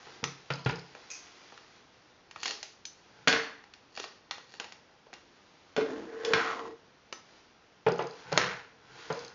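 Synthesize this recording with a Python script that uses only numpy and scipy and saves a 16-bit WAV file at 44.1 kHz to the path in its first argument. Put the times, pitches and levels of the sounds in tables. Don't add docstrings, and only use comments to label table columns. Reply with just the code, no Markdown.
import sys
import numpy as np
from scipy import signal
from scipy.fft import rfft, irfft, next_fast_len
from scipy.io import wavfile
from scipy.ndimage import uniform_filter1d

SR = 44100
rng = np.random.default_rng(int(sys.argv[2]) if len(sys.argv) > 2 else 0)


def transcribe(u):
    v = np.clip(np.atleast_2d(u).T, -1, 1)
    q = np.round(v * 32767).astype(np.int16)
    wavfile.write(sys.argv[1], SR, q)


N = 411894
AGE = np.arange(2 ** 15) / SR


def undb(db):
    return 10 ** (np.asarray(db) / 20)


def unit(x):
    return x / np.sqrt(np.sum(x ** 2))


def steady(x):
    return unit(x) * np.sqrt(len(x))


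def fade(t60):
    return np.exp(-np.log(1000) * AGE / t60)


def curve(s, db):
    return undb(np.interp(np.arange(N) / SR, s, db, left=-np.inf, right=-np.inf))


def strokes(table, attack_s, release_s):
    t = np.arange(N) / SR
    total = 0
    for start, length, db in table:
        before = np.maximum(start - t, 0)
        after = np.maximum(t - start - length, 0)
        total = total + undb(db - 10 * before / attack_s - 10 * after / release_s)
    return total


def add(out, s, x):
    i = int(s * SR)
    out[i:i + len(x)] += x[:N - i]


def colour(x, points):
    size = next_fast_len(len(x) // 2 + 1) * 2
    hz, db = np.transpose(points)
    f = np.maximum(np.arange(size // 2 + 1) * SR / size, 1)
    low_rolloff = np.sqrt(1 + (hz[0] / 2 / f) ** 4)
    gain = undb(np.interp(np.log(f), np.log(hz), db)) / low_rolloff
    cepstrum = irfft(np.log(gain))
    cepstrum[1:size // 2] *= 2
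    cepstrum[size // 2 + 1:] = 0
    return irfft(rfft(x, size) * np.exp(rfft(cepstrum)))[:len(x)]


def resonate(x, modes):
    total = 0
    for hz, width, db in modes:
        total = total + undb(db) * signal.lfilter(*signal.iirpeak(hz, hz / width, fs=SR), x)
    return total


def burst(t60):
    return unit(rng.standard_normal(len(AGE)) * fade(t60))


def ring(modes, detune, scatter_db):
    chance = rng.standard_normal((len(modes), 3))
    total = 0
    for (hz, db, t60), (level, pitch, sign) in zip(modes, chance):
        tone = unit(np.sin(2 * np.pi * hz * (1 + detune * pitch) * AGE) * fade(t60))
        total = total + np.sign(sign) * undb(db + scatter_db * level) * tone
    return unit(total)


def slips(per_s, spread_db):
    sizes = undb(spread_db * np.minimum(rng.exponential(size=N), 4))
    return steady((rng.random(N) < per_s / SR) * sizes * rng.standard_normal(N))


# (frequency [Hz], relative level [dB])
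ROOM_COLOUR = [(60, 4.5), (150, 0), (420, 5), (1100, 1), (2700, -0.5), (5500, 3.5), (7500, -4.5)]
ROOM_T60_S, ROOM_BASS_T60_S = 0.44, 0.29


def room(x, build_s=0.0036):
    bass = signal.butter(2, 200, fs=SR)
    treble = signal.butter(2, 200, "high", fs=SR)
    tail = signal.lfilter(*bass, burst(ROOM_BASS_T60_S)) + signal.lfilter(*treble, burst(ROOM_T60_S))
    tail = unit(tail * (1 - np.exp(-(AGE / build_s) ** 2)))
    return signal.fftconvolve(x, colour(tail, ROOM_COLOUR))[:len(x)]


BANDS_HZ = [70, 250, 700, 1800, 4000, 7500]


def weigh(x, levels_db):
    edges = np.array(BANDS_HZ)
    power = np.abs(rfft(x)) ** 2 * 2 / len(x) / (SR / 100)
    band_energy = np.add.reduceat(power, edges * len(x) // SR)[:-1]
    gain_db = levels_db - 10 * np.log10(band_energy)
    top_db = gain_db[-1] + min(gain_db[-1] - gain_db[-2], 0) / 2
    centres = np.sqrt(edges[1:] * edges[:-1])
    return colour(x, [*zip(centres, gain_db), (edges[-1], top_db)])


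RATTLE_FULL_DB, RATTLE_DB_PER_DB = -17, 1.48
RATTLE_HZ, RATTLE_WIDTH_HZ = 1720, 770
RATTLE_PER_S, RATTLE_RISE_S, RATTLE_T60_S = 600, 0.055, 0.42


def rattle(blow, db):
    size = len(AGE)
    contacts = (rng.random(size) < RATTLE_PER_S / SR) * rng.uniform(-1, 1, size)
    contacts = unit(contacts * fade(RATTLE_T60_S) * (1 - np.exp(-AGE / RATTLE_RISE_S)))
    repeats = signal.fftconvolve(blow, contacts)[:size]
    gain_db = RATTLE_DB_PER_DB * (db - RATTLE_FULL_DB)
    return resonate(repeats, [(RATTLE_HZ, RATTLE_WIDTH_HZ, gain_db)])


THUD_OCTAVES = 1.01
RIFLE_THUD_HZ, RIFLE_EDGE_HZ = 126, 1030
PART_THUD_HZ, PART_EDGE_HZ = 400, 2100
HELD_RATTLE_DB, SHELL_RATTLE_DB, METAL_RATTLE_DB = -16.5, -3.5, -0.5


def blows(table, modes, colour_db, room_db, thud_hz, edge_hz, rattle_db,
          tick_db, crack_t60, body_t60, body_db, ring_db, lowest_hz, rise_s=0.0007, grain_db=-7):
    out = np.zeros(N)
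    tick = signal.unit_impulse(len(AGE))
    hz = np.sqrt(np.multiply(BANDS_HZ[1:], BANDS_HZ[:-1]))
    thud = np.exp(-(np.log2(hz / thud_hz) / THUD_OCTAVES) ** 2)
    edge = 1 / (1 + (edge_hz / hz) ** 2)
    for s, db, thud_db, edge_db in table:
        levels_db = db + np.array(colour_db) + thud_db * thud + edge_db * edge
        crack = unit(burst(crack_t60) * (1 - np.exp(-AGE / rise_s)))
        contact = unit(undb(tick_db) * tick + crack + undb(body_db) * burst(body_t60))
        tones = undb(ring_db) * ring(modes, detune=0.0032, scatter_db=2.5)
        near = weigh(contact + tones, levels_db)
        spread = weigh(tick + undb(grain_db) * contact + tones, levels_db)
        loose = undb(rattle_db) * rattle(weigh(tick, levels_db), db)
        add(out, s, near + loose + undb(room_db) * room(spread + loose))
    return signal.sosfilt(signal.butter(2, lowest_hz, "high", fs=SR, output="sos"), out)


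# (frequency [Hz], relative level [dB])
ROOM_NOISE = [(15, -71), (25, -17.5), (107, -8), (299, -7), (371, -8), (494, -6.5), (543, -10),
              (612, -10.5), (855, -10), (1110, -13), (1250, -13), (1380, -13), (6050, -24.5), (7500, -46),
              (9750, -77.5), (16500, -120)]
ROOM_NOISE_DB = -62.5


def room_noise():
    return undb(ROOM_NOISE_DB) * steady(colour(rng.standard_normal(N), ROOM_NOISE))


# (start [s], length [s], level before rub_db [dB])
RUB = [(0, 0.16, -54), (0.4, 1.38, -61), (0.98, 0.53, -64), (1.9, 0.26, -69.5), (3.03, 0.35, -65.5),
       (5.3, 1.1, -66.5), (7.29, 0.11, -61.5), (8.16, 0.064, -55), (8.99, 0.24, -51)]
# (frequency [Hz], relative level [dB])
RUB_COLOUR = [(88, -32), (150, -4), (241, -15.5), (279, 2), (584, -5.5), (722, 0.5), (1340, -0.5),
              (2020, -1.5), (5680, -6), (7500, -13.5), (9750, -68.5), (16500, -120)]
# (start [s], length [s],
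# level before drag_db [dB])
DRAG = [(3.17, 0.059, -61.5), (8.06, 0.32, -71.5), (8.38, 0.083, -37), (8.88, 0.43, -56.5)]
# (frequency [Hz], relative level [dB], t60 [s])
TABLE_MODES = [(96, -6.5, 0.12), (138.2, 8, 0.29), (171.6, 4, 0.32), (193, -23, 0.51), (431, -19, 0.054),
               (466.7, 2.5, 0.057), (473, -13, 0.36), (731, -9.5, 0.22), (863, 2.5, 0.055), (990, -2, 0.25),
               (1394, 0, 0.13), (1460, -3.5, 0.15)]
HOLD_DB = -69
STROKE_ATTACK_S, STROKE_RELEASE_S = 0.081, 0.06


def handling(rub_db=-2, drag_db=-2, room_db=-3):
    grip = np.hypot(strokes(RUB, STROKE_ATTACK_S, STROKE_RELEASE_S), undb(HOLD_DB))
    rub = steady(colour(slips(6000, 0.74), RUB_COLOUR)) * grip
    tabletop = [(hz, hz / 9, db) for hz, db, _ in TABLE_MODES]
    drag = steady(resonate(slips(4000, 1.2), tabletop)) * strokes(DRAG, STROKE_ATTACK_S, STROKE_RELEASE_S)
    both = undb(rub_db) * rub + undb(drag_db) * drag
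    return both + undb(room_db) * room(both)


# (time [s], level [dB])
COLLAR = [(1.102, -35.5), (1.12, -53), (1.148, -59)]
# (frequency [Hz], width [Hz], relative level [dB])
COLLAR_MODES = [(2530, 150, 1.5), (5240, 150, -5), (5960, 180, -2), (6440, 320, 2.5), (7540, 220, 9)]
COLLAR_T60_S = 0.24


def collar(room_db=-3):
    jerks = np.zeros(N)
    for s, db in COLLAR:
        add(jerks, s, undb(db) * fade(COLLAR_T60_S))
    zing = steady(resonate(slips(3000, 1.6), COLLAR_MODES)) * jerks
    return zing + undb(room_db) * room(zing)


# (start [s], length [s], level [dB])
PRISE = [(2.435, 0.06, -42), (3.975, 0.066, -47), (4.515, 0.045, -57)]
# (frequency [Hz], relative level [dB], t60 [s])
CLAMPED_MODES = [(451.6, 8, 0.043), (670, -10, 0.085), (818, 8, 0.11), (1007, -12.5, 0.15),
                 (1196, -10.5, 0.11), (1406, -1, 0.097), (1886, 9, 0.16), (2800, 8, 0.2), (3390, -1, 0.031),
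                 (4360, 10.5, 0.027)]


def prise(edge_hz=4200, edge_width_hz=5000, edge_db=1, room_db=-3):
    shell = [(hz, hz / 14, db) for hz, db, _ in CLAMPED_MODES]
    edge = (edge_hz, edge_width_hz, edge_db)
    grate = steady(resonate(slips(700, 1.8), shell + [edge])) * strokes(PRISE, 0.026, 0.015)
    return grate + undb(room_db) * room(grate)


# (time [s], lower drone level [dB], upper drone level [dB], scratch level [dB])
SLIDE = [(5.86, -54, -52, -52), (5.90, -40, -44, -49), (6.05, -43, -53, -58), (6.13, -55, -43, -56),
         (6.23, -56, -41, -46), (6.28, -49, -31, -45), (6.39, -45, -34, -35), (6.50, -51, -50, -34),
         (6.69, -48, -43, -51), (6.75, -63, -63, -68)]
# (frequency [Hz], width [Hz], relative level [dB])
SLIDE_LOW = [(301, 33, 2), (334, 28, -6.5)]
# (frequency [Hz], width [Hz], relative level [dB])
SLIDE_MID = [(452, 11, 6), (400, 47, -16), (635, 43, -23)]
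# (frequency [Hz], width [Hz], relative level [dB])
SLIDE_HIGH = [(740, 50, 2), (842, 26, 6.5), (1040, 100, 4.5), (1320, 69, 1), (1520, 160, -13),
              (1905, 77, 2), (2800, 710, -17.5), (4320, 830, -42.5)]
SCRATCH_HZ, SLOWS_FROM_S, SAG_HZ_PER_S = 1614, 6.33, 1900


def slide(low_db=-1, mid_db=-1, scratch_db=-3, glide_db=-3, glide_width_hz=350, room_db=-13):
    s, low, mid, scratch = np.transpose(SLIDE)
    out = steady(resonate(slips(2500, 2.9), SLIDE_HIGH)) * curve(s, scratch + scratch_db)
    slowing_s = np.clip(np.arange(N) / SR, SLOWS_FROM_S, s[-1]) - SLOWS_FROM_S
    centre_hz = SCRATCH_HZ - SAG_HZ_PER_S * slowing_s
    phase = 2 * np.pi * np.cumsum(centre_hz) / SR
    complex_slips = slips(2300, 6.9) + 1j * slips(1800, 1.8)
    grain = signal.lfilter(*signal.butter(2, glide_width_hz / 2, fs=SR), complex_slips)
    out += steady(np.real(grain * np.exp(1j * phase))) * curve(s, scratch + glide_db)
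    for modes, db in (SLIDE_LOW, low + low_db), (SLIDE_MID, mid + mid_db):
        drone = resonate(slips(1500, 0.87), modes)
        swing = np.sqrt(uniform_filter1d(drone ** 2, size=1200))
        out += drone / swing * curve(s, db)
    return out + undb(room_db) * room(out)


# (time [s], level of the first tick [dB])
CHATTER = [(0.5227, -22.5), (0.5365, -14.5), (0.5931, -29), (0.6484, -21), (0.6908, -19), (0.7094, -23),
           (0.7572, -21.5), (0.7936, -24.5), (7.886, -20), (7.9199, -19), (7.939, -35), (7.9828, -28),
           (8.023, -24), (8.0696, -25), (8.1095, -26.5), (8.3265, -11), (9.1252, -18), (9.1915, -21),
           (9.2479, -22), (9.2798, -24)]
BOUNCE_GAP_S, BOUNCE_LOSS_DB = 0.028, 10.5


def chatter(room_db=-8, count=3):
    out = np.zeros(N)
    for s, db in CHATTER:
        for bounce in range(count):
            low, mid, high = 4 * rng.standard_normal(3)
            modes = [(4260, 250, -4 + low), (4800, 310, 3 + mid), (6170, 210, -6 + high)]
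            tick = resonate(burst(0.013), modes)
            tick = unit(signal.lfilter(*signal.butter(4, 3400, "high", fs=SR), tick))
            add(out, min(s, (N - 1) / SR), undb(db - bounce * BOUNCE_LOSS_DB) * tick)
            s += BOUNCE_GAP_S * (.5 + rng.random())
    return out + undb(room_db) * room(out)


# (time [s], strength [dB],
# thud: excitation of the low resonance [dB], edge: extra treble from a hard contact [dB])
CLICKS = [(0.95, -45.5, 8, -9), (1.522, -46, 5, -21), (1.576, -42.5, -24, -15.5), (2.311, -51, -15, 3),
          (2.36, -33.5, -16, -21.5), (2.431, -43, 0, 12.5), (2.457, -37.5, -2, 9), (2.496, -55, 24, 5),
          (2.508, -46, -5, 14.5), (2.629, -56.5, 13, 25.5), (3.639, -53.5, -3, -6), (3.737, -52, -49, 3),
          (3.975, -39, 2, -3), (3.999, -48, 15.5, 11), (4.04, -38, -1, -8), (4.31, -36.5, -8, 4),
          (4.381, -45, 1, -10), (4.539, -51.5, 5, 0), (4.599, -38.5, 3, 2.5), (4.643, -46.5, -1, 1),
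          (4.722, -55, 9, 10), (5.068, -58, 15.5, -15), (5.13, -45, 5, -9), (5.137, -56, -6, 12.5)]
CLICK_COLOUR = [-24.5, -11.5, -2, -1, -6]


def clicks():
    return blows(CLICKS, CLAMPED_MODES, CLICK_COLOUR, -5.5, PART_THUD_HZ, PART_EDGE_HZ, HELD_RATTLE_DB,
                 tick_db=-8, crack_t60=.015, body_t60=.05, body_db=-8, ring_db=-15, lowest_hz=130)


# (time [s], strength [dB], thud
# [dB], edge [dB])
SNAPS = [(0.24, -25.5, -19, -5), (1.103, -66, 3, 24), (2.853, -59, -4, 26), (7.126, -35.5, -2, -5),
         (8.319, -38, 10, -10), (8.3757, -16, -0.5, -6.5)]
# (frequency [Hz], relative level [dB], t60 [s])
METAL_MODES = [(1300, 16, 0.23), (1900, 13, 0.14), (2730, 0.5, 0.22), (4730, -5.5, 0.074), (5190, 5.5, .2),
               (6150, -27, 0.12), (6050, 19.5, 0.18), (6740, -45, 0.16)]
SNAP_COLOUR = [-28, -9, -5, -2, -3]


def snaps():
    return blows(SNAPS, METAL_MODES, SNAP_COLOUR, -7.5, PART_THUD_HZ, PART_EDGE_HZ, METAL_RATTLE_DB,
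                 tick_db=-8, crack_t60=.012, body_t60=.05, body_db=-11, ring_db=-13, lowest_hz=70)


# (time [s], strength [dB], thud [dB], edge [dB])
DROPS = [(3.2742, -15.5, -3, -8.5), (3.2808, -33, 6.5, 20.5), (3.298, -49, -4, -1), (3.327, -26, 4.5, 2.5),
         (5.7645, -36, 12.5, 4), (5.777, -29.5, 18.5, -13), (5.809, -33, 9, -13), (6.249, -46.5, 16, 21),
         (6.335, -17, -10.5, -7)]
# (frequency [Hz], relative level [dB], t60 [s])
SHELL_MODES = [(291, -4, .16), (450, 2, .2), (614, -11, .12), (1124, -9, .12), (1380, -5, .14),
               (1495, 1, .14), (1617, -4, .1), (1950, -6, .08), (2150, -2, .14), (2440, -5, .07),
               (3500, -1, .04), (4370, -1, .06)]
DROP_COLOUR = [-15, -9, -3, -1, -10.5]


def drops():
    return blows(DROPS, SHELL_MODES, DROP_COLOUR, -2.5, PART_THUD_HZ, PART_EDGE_HZ, SHELL_RATTLE_DB,
                 tick_db=-5, crack_t60=.013, body_t60=.08, body_db=-9, ring_db=-7, lowest_hz=115)


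# (time [s], strength [dB], thud [dB], edge [dB])
KNOCKS = [(0.069, -52, 0, 3), (0.229, -37, 6, -13), (0.503, -38, 10.5, 15), (0.66, -32, 13, 8),
          (0.695, -40, 7, 14), (7.8645, -18.5, -10, -9), (7.88, -20, -15, -17), (7.8965, -41, -12, -15),
          (7.991, -25.5, -19.5, -6), (8.007, -28.5, -19, -14), (8.0235, -38, -4, -11),
          (8.3245, -28.5, 0.5, -2), (9.102, -26, -7, -8.5)]
KNOCK_COLOUR = [-4.5, -1, -2, -7.5, -23]


def knocks():
    return blows(KNOCKS, TABLE_MODES, KNOCK_COLOUR, -5, RIFLE_THUD_HZ, RIFLE_EDGE_HZ, HELD_RATTLE_DB,
                 tick_db=-11.5, crack_t60=0.036, body_t60=0.26, body_db=-1, ring_db=-6.5, lowest_hz=64.6)


def scene():
    friction = handling() + collar() + prise() + slide()
    impacts = chatter() + clicks() + snaps() + drops() + knocks()
    return (room_noise() + friction + impacts)[None]


def record(dry):
    return signal.sosfilt(signal.cheby1(12, .3, 7000, fs=SR, output="sos"), dry)


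dry = scene()
out = record(dry)
transcribe(out)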